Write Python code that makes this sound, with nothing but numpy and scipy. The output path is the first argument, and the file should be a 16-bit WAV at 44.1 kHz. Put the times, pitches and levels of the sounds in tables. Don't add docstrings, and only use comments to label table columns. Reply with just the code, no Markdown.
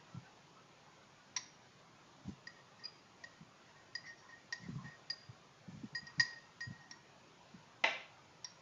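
import sys
import numpy as np
from scipy import signal
from scipy.fft import rfft, irfft
from scipy.io import wavfile
from scipy.ndimage import uniform_filter1d

SR = 44100
rng = np.random.default_rng(int(sys.argv[2]) if len(sys.argv) > 2 else 0)


def master(y):
    cut = np.clip(np.atleast_2d(y).T, -1, 1)
    pcm = np.round(cut * 32767)
    wavfile.write(sys.argv[1], SR, pcm.astype(np.int16))


N = 379701
LEAD_S = 0.002

# pitch_hz [Hz], relative level_db [dB]
CLOTH_COLOUR = [(30, -23.5), (80, -12), (140, 6.5), (260, -7.5), (450, -27), (1000, -33)]


def amp(db):
    return 10 ** (np.asarray(db) / 20)


def unit(x):
    return x / np.sqrt(np.mean(x ** 2) + 1e-20)


def read(points, hz):
    f, value = np.transpose(points)
    return np.interp(np.log(hz + 1), np.log(f + 1), value)


def add(mix, s, sound):
    part = mix[round(s * SR):][:len(sound)]
    part += sound[:len(part)]


def noise(colour, size):
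    hz = np.fft.rfftfreq(size, 1 / SR)
    white = rng.standard_normal(size)
    return unit(irfft(rfft(white) * amp(read(colour, hz)), size))


def smooth_noise(size, width):
    return unit(uniform_filter1d(rng.standard_normal(size), size=width))


def hum(hz, width_hz):
    pole = np.exp((2j * np.pi * hz - np.pi * width_hz) / SR)
    z = signal.lfilter([1], [1, -pole], rng.standard_normal(N))
    return unit(z.real / (abs(z) + 1e-9) ** 0.17)


def ring(modes, t, time=1, grip=1):
    out = np.zeros(len(t))
    for hz, db, t60 in modes:
        decay = np.exp(-np.log(1000) * (t / (t60 * time)) ** grip)
        out += amp(db) * decay * np.sin(2 * np.pi * hz * t)
    return out


def rise(t, rise_s):
    return 1 - np.exp(-t / rise_s)


def burst(colour, decay_s):
    t = np.arange(4096) / SR - LEAD_S
    hz = np.fft.rfftfreq(4096, 1 / SR)
    shape = (t >= 0) * np.exp(-abs(t) / decay_s)
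    z = rfft(rng.standard_normal(len(t)) * shape)
    for _ in range(8):
        z = rfft(irfft(z / abs(z)) * (t >= 0))
    fade = np.linspace(2, 0, len(t)).clip(0, 1)
    crack = irfft(z * amp(read(colour, hz))) * fade
    return unit(crack) * np.sqrt(np.mean(shape ** 2))


def swell(t, length, attack_s, release_s, sag_db=0):
    attack = np.clip(t / attack_s, 0, 1)
    release = np.clip((length - t) / release_s + .5, 0, 1)
    return attack * release * amp(sag_db * np.clip(t / length, 0, 2))


def air():
    # pitch_hz [Hz], relative level_db [dB]
    air_colour = [(15, -68), (25, -14.5), (58, -19.5), (103, -5), (143, 0), (252, -7.5), (290, -8),
                  (334, -8), (413, -7.5), (465, -11.5), (523, -8.5), (1040, -7.5), (1550, -12.5),
                  (2660, -15.5), (7000, -21), (9100, -65), (15400, -120)]
    # pitch_hz [Hz], depth_db [dB]
    patch_depth = [(100, 0.57), (1200, 3.0), (2600, 2.3), (6000, .6)]
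    hz, _, z = signal.stft(noise(air_colour, N), SR, nperseg=1024)
    patches = uniform_filter1d(rng.standard_normal(z.shape), size=3, axis=0)
    patches = unit(uniform_filter1d(patches, size=7, axis=1))
    depth_db = read(patch_depth, hz)[:, None]
    patchy = signal.istft(z * amp(depth_db * patches), SR, nperseg=1024)[1][:N]
    level_db = -63 + .5 * smooth_noise(N, 9000)
    return amp(level_db) * unit(patchy)


def chirps_and_squeaks():
    # [dB, before the trim]
    tones = [(0.114, 0.091, 1350, -55), (0.234, 0.065, 1550, -53), (0.527, 0.12, 1307, -55),
             (2.833, 0.045, 2460, -50.5), (4.024, 0.082, 2022, -44), (4.617, 0.069, 2075, -51)]
    trim_db = -7.5
    out = np.zeros(N)
    for s, length, hz, db in tones:
        size = round(length * SR)
        wobble = smooth_noise(SR, 150)[:size]
        turns = np.cumsum(hz * (1 + 0.033 * wobble)) / SR
        add(out, s, amp(db + trim_db) * np.hanning(size) * np.sin(2 * np.pi * turns))
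    return out


def shirt():
    # start_s [s], overall level_db [dB], centre pitch_hz [Hz]
    bumps = [(0.143, -37, 143), (0.168, -36, 123), (2.274, -31.5, 124), (2.281, -32, 191),
             (3.406, -43.5, 174), (4.685, -32, 227), (4.752, -33, 143), (4.843, -42, 171),
             (5.288, -39.5, 129), (5.677, -37, 151), (5.833, -34, 210), (5.925, -43.5, 133),
             (6.025, -45, 165), (6.176, -33.5, 148), (6.668, -36, 125), (6.701, -35.5, 139),
             (7.539, -44.5, 171)]
    nudge_db, drag_db = -5.5, -16.5
    out, t = np.zeros(N), np.arange(SR // 8) / SR
    for s, db, hz in bumps:
        wobble = smooth_noise(len(t), 130)
        turns = np.cumsum(hz * (1 + 0.28 * wobble)) / SR + rng.random()
        u = t / 0.0082
        push = (u * np.exp(1 - u)) ** 1.28
        nudge = amp(nudge_db) * push * np.sin(2 * np.pi * turns)
        drag = amp(drag_db) * noise(CLOTH_COLOUR, len(t)) * rise(t, 0.0069) * np.exp(-t / 0.031)
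        add(out, s, amp(db) * (nudge + drag))
    low_cut = signal.butter(3, 68, "high", fs=SR, output="sos")
    return signal.sosfilt(low_cut, out)


def clinks():
    # start_s [s], contact tick_db [dB], cup's low family low_db [dB],
    # cup's high family high_db [dB], spoon ring spoon_db [dB], cup's cup_t60_s [s]
    touches = [ (1.3642, -36, -47, -57, -25.5, 0.035), (1.3722, -34.5, -49, -60, -57, 0.043),
               (2.4706, -53, -39, -42, -50.5, 0.027), (2.837, -67, -68, -43, -65, 0.058),
               (2.853, -70, -60, -32, -68, 0.028), (3.238, -50.5, -40.5, -50.5, -56, 0.039),
               (3.9512, -49, -35, -33, -47, 0.039), (4.5247, -39.5, -31.5, -37.5, -38.5, 0.037),
               (5.1, -43.5, -39.5, -28.5, -59, 0.045), (5.9492, -50, -35.5, -37.5, -58, 0.091),
               (6.068, -57, -50.5, -50.5, -50, 0.053), (6.1968, -33.5, -20, -22, -34, 0.047),
               (6.2074, -36, -57, -27, -35, 0.044), (6.6061, -49, -39, -47.5, -47, 0.14),
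               (6.911, -50.5, -51.5, -79, -39.5, 0.079), (8.4449, -50, -54, -46, -33, 0.053)]
    # pitch_hz [Hz], level_db [dB], ring time [factor on cup_t60_s]
    cup_low, cup_high = [(1877, 0, 1), (1908, -23, 3.5), (1020, -23, 1), (1975, -20, .7), (2400, -30, .6),
                         (6650, -26, 1), (6740, -30, 1.7)], [(4872, 0, 1), (4850, -22, 3), (4180, -20, 1), (4570, -23, 1.2),
                                          (4985, -13, .7), (5110, -16, .7), (5950, -17, .6)]
    # pitch_hz [Hz], level_db [dB], t60_s [s]
    spoon = [(1000, -26, .14), (1810, -20, .04), (1985, -28, .12), (3380, -20, .03), (3690, -19, .04),
             (3940, -18, .03), (4080, -20, .07), (4540, -31, .3), (5430, -18, .06), (5590, 0, .036),
             (5650, -11, .04), (5920, -21, .04)]
    # pitch_hz [Hz], relative level_db [dB]
    tick_colour = [(200, -50), (700, -15.5), (1000, 2.5), (1400, -15), (2050, 4.5), (2700, -4.5),
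                   (3350, -7), (4200, 2.5), (5100, -2), (5650, 0.5), (6350, -0.5), (6750, -15.5),
                   (7300, -14.5)]
    # time_s [s], pitch [factor]
    hold = [(1.4, 1.018), (2.4, 1.002), (4, 1.002), (5.1, .993), (5.9, 1)]
    low_grip, high_grip, spoon_grip = 1.92, 1.46, 1.15
    cup_rise_s, spoon_rise_s, tick_decay_s = 0.0025, 0.0012, 0.0047
    porcelain, steel, ticks = np.zeros((3, N))
    t = np.arange(SR // 2) / SR
    for s, tick_db, low_db, high_db, spoon_db, cup_t60 in touches:
        pitched_t = t * np.interp(s, *np.transpose(hold))
        low = amp(low_db) * ring(cup_low, pitched_t, cup_t60, grip=low_grip)
        high = amp(high_db) * ring(cup_high, pitched_t, cup_t60, grip=high_grip)
        spoon_ring = amp(spoon_db) * ring(spoon, pitched_t, grip=spoon_grip)
        add(porcelain, s, (low + high) * rise(t, cup_rise_s))
        add(steel, s, spoon_ring * rise(t, spoon_rise_s))
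        add(ticks, s - LEAD_S, amp(tick_db) * burst(tick_colour, tick_decay_s))
    return porcelain, steel, ticks


def rubs():
    # start_s [s], length_s [s], level_db [dB]
    rub_events = [(2.238, 0.1, -56), (4.596, 0.3, -53.5), (5.689, 0.134, -53.5), (6.17, 0.059, -52)]
    edge_s, lump_s, lumpy_db = 0.019, 0.022, -0.5
    t = np.arange(N) / SR
    lumps = smooth_noise(N, round(lump_s * SR))
    pressure = sum(amp(db) * swell(t - s, length, edge_s, edge_s) for s, length, db in rub_events)
    return pressure * amp(lumpy_db * lumps) * noise(CLOTH_COLOUR, N)


def slides():
    # start_s [s], length_s [s], cup ring cup_db [dB], spoon's bending_db [dB],
    # spoon's high ring bowl_db [dB]
    drags = [ (2.552, 0.063, -64, -78, -85), (2.781, 0.1, -57, -77, -70), (3.05, 0.029, -60, -80, -82),
             (3.677, 0.041, -65, -78, -92), (3.748, 0.082, -63.5, -82, -88),
             (4.051, 0.092, -50.5, -74, -58), (4.168, 0.11, -74, -78, -65),
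             (4.283, 0.12, -54.5, -61.5, -69), (4.621, 0.073, -56.5, -73, -67),
             (4.837, 0.13, -50.5, -60, -77), (6.289, 0.1, -53, -62.5, -75), (6.801, 0.16, -61, -72, -72)]
    catch_s, let_go_s = 0.015, 0.022
    sag_db, bowl_sag_db = -9, -18.5
    bend_lead_s = 0.068
    t, out = np.arange(N) / SR, np.zeros(N)
    cup = hum(1865, 11.4) + amp(-22) * hum(4880, 50)
    bending = hum(1050, 75)
    bowl = hum(5600, 120) + amp(-4) * hum(4520, 150)
    for s, length, cup_db, bending_db, bowl_db in drags:
        near = abs(t - s) < .5
        since = t[near] - s
        pressure = swell(since, length, catch_s, let_go_s, sag_db)
        early_pressure = swell(since + bend_lead_s, length, catch_s, let_go_s, sag_db)
        bowl_pressure = swell(since, length, catch_s, let_go_s, bowl_sag_db)
        out[near] += amp(cup_db) * cup[near] * pressure
        out[near] += amp(bending_db) * bending[near] * early_pressure
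        out[near] += amp(bowl_db) * bowl[near] * bowl_pressure
    return out


def saucer():
    # start_s [s], crack_db [dB], ring_db [dB]
    contacts = [(7.8392, -25, -50), (7.8422, -29.5, -18)]
    # pitch_hz [Hz], level_db [dB], t60_s [s]
    saucer_modes = [(335, -27, .09), (530, -24, .08), (897, -10, .09), (1662, -21, .06), (1984, -13, .05),
                    (2043, 0, .026), (2350, -20, .08), (2618, -14, .06), (2723, -12, .06), (2895, -11, .04),
                    (3032, -12, .045), (3330, -13, .025), (3650, -17, .03), (4005, -20, .09)]
    # pitch_hz [Hz], relative level_db [dB]
    crack_colour = [(60, -49), (190, -25.5), (310, -5.5), (450, -8), (650, 2.5), (900, -3.5), (1250, -4),
                    (1700, 1.5), (2300, 4.5), (3100, -3), (4000, -6), (4400, -15.5), (5800, -13),
                    (7000, -28)]
    cracks, rings = np.zeros((2, N))
    t = np.arange(SR // 2) / SR
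    for s, crack_db, ring_db in contacts:
        add(cracks, s - LEAD_S, amp(crack_db) * burst(crack_colour, decay_s=0.0051))
        add(rings, s, amp(ring_db) * ring(saucer_modes, t) * rise(t, 0.00071))
    return cracks, rings


def room(x):
    # pitch_hz [Hz], t60_s [s]
    room_decay = [(200, 0.43), (900, 0.52), (2000, 0.46), (4000, 0.49), (7000, 0.42)]
    t = np.arange(SR) / SR
    taps = rng.choice([-1, 1], SR) * (1 - np.exp(-(t / 0.0061) ** 2))
    hz, when, z = signal.stft(taps, SR, nperseg=256)
    fade = np.exp(-np.log(1000) * when / read(room_decay, hz)[:, None])
    tail = signal.istft(z * fade, SR, nperseg=256)[1]
    return signal.fftconvolve(x, tail / np.linalg.norm(tail))[:N]


def scene():
    porcelain, steel, ticks = clinks()
    cracks, rings = saucer()
    faint_tones = slides() + chirps_and_squeaks()
    direct = porcelain + steel + ticks + faint_tones + cracks + rings
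    wet = amp(-11.5) * porcelain + amp(-11.0) * (steel + ticks) + amp(-12.5) * faint_tones
    wet += amp(1.5) * cracks + amp(-13.5) * rings
    return (direct + room(wet) + shirt() + rubs() + air())[None]


def record(dry):
    # pitch_hz [Hz], relative level_db [dB]
    hiss_colour = [(11700, 7.5), (12100, -12.5), (15500, 1.5), (16200, -32)]
    edge_hz, hiss_db = 7300, -92.5
    low_pass = signal.firwin(241, edge_hz, window=("kaiser", 7), fs=SR)
    narrow = signal.oaconvolve(dry, low_pass[None], "same")
    return narrow + amp(hiss_db) * noise(hiss_colour, N)


dry = scene()
out = record(dry)
master(out)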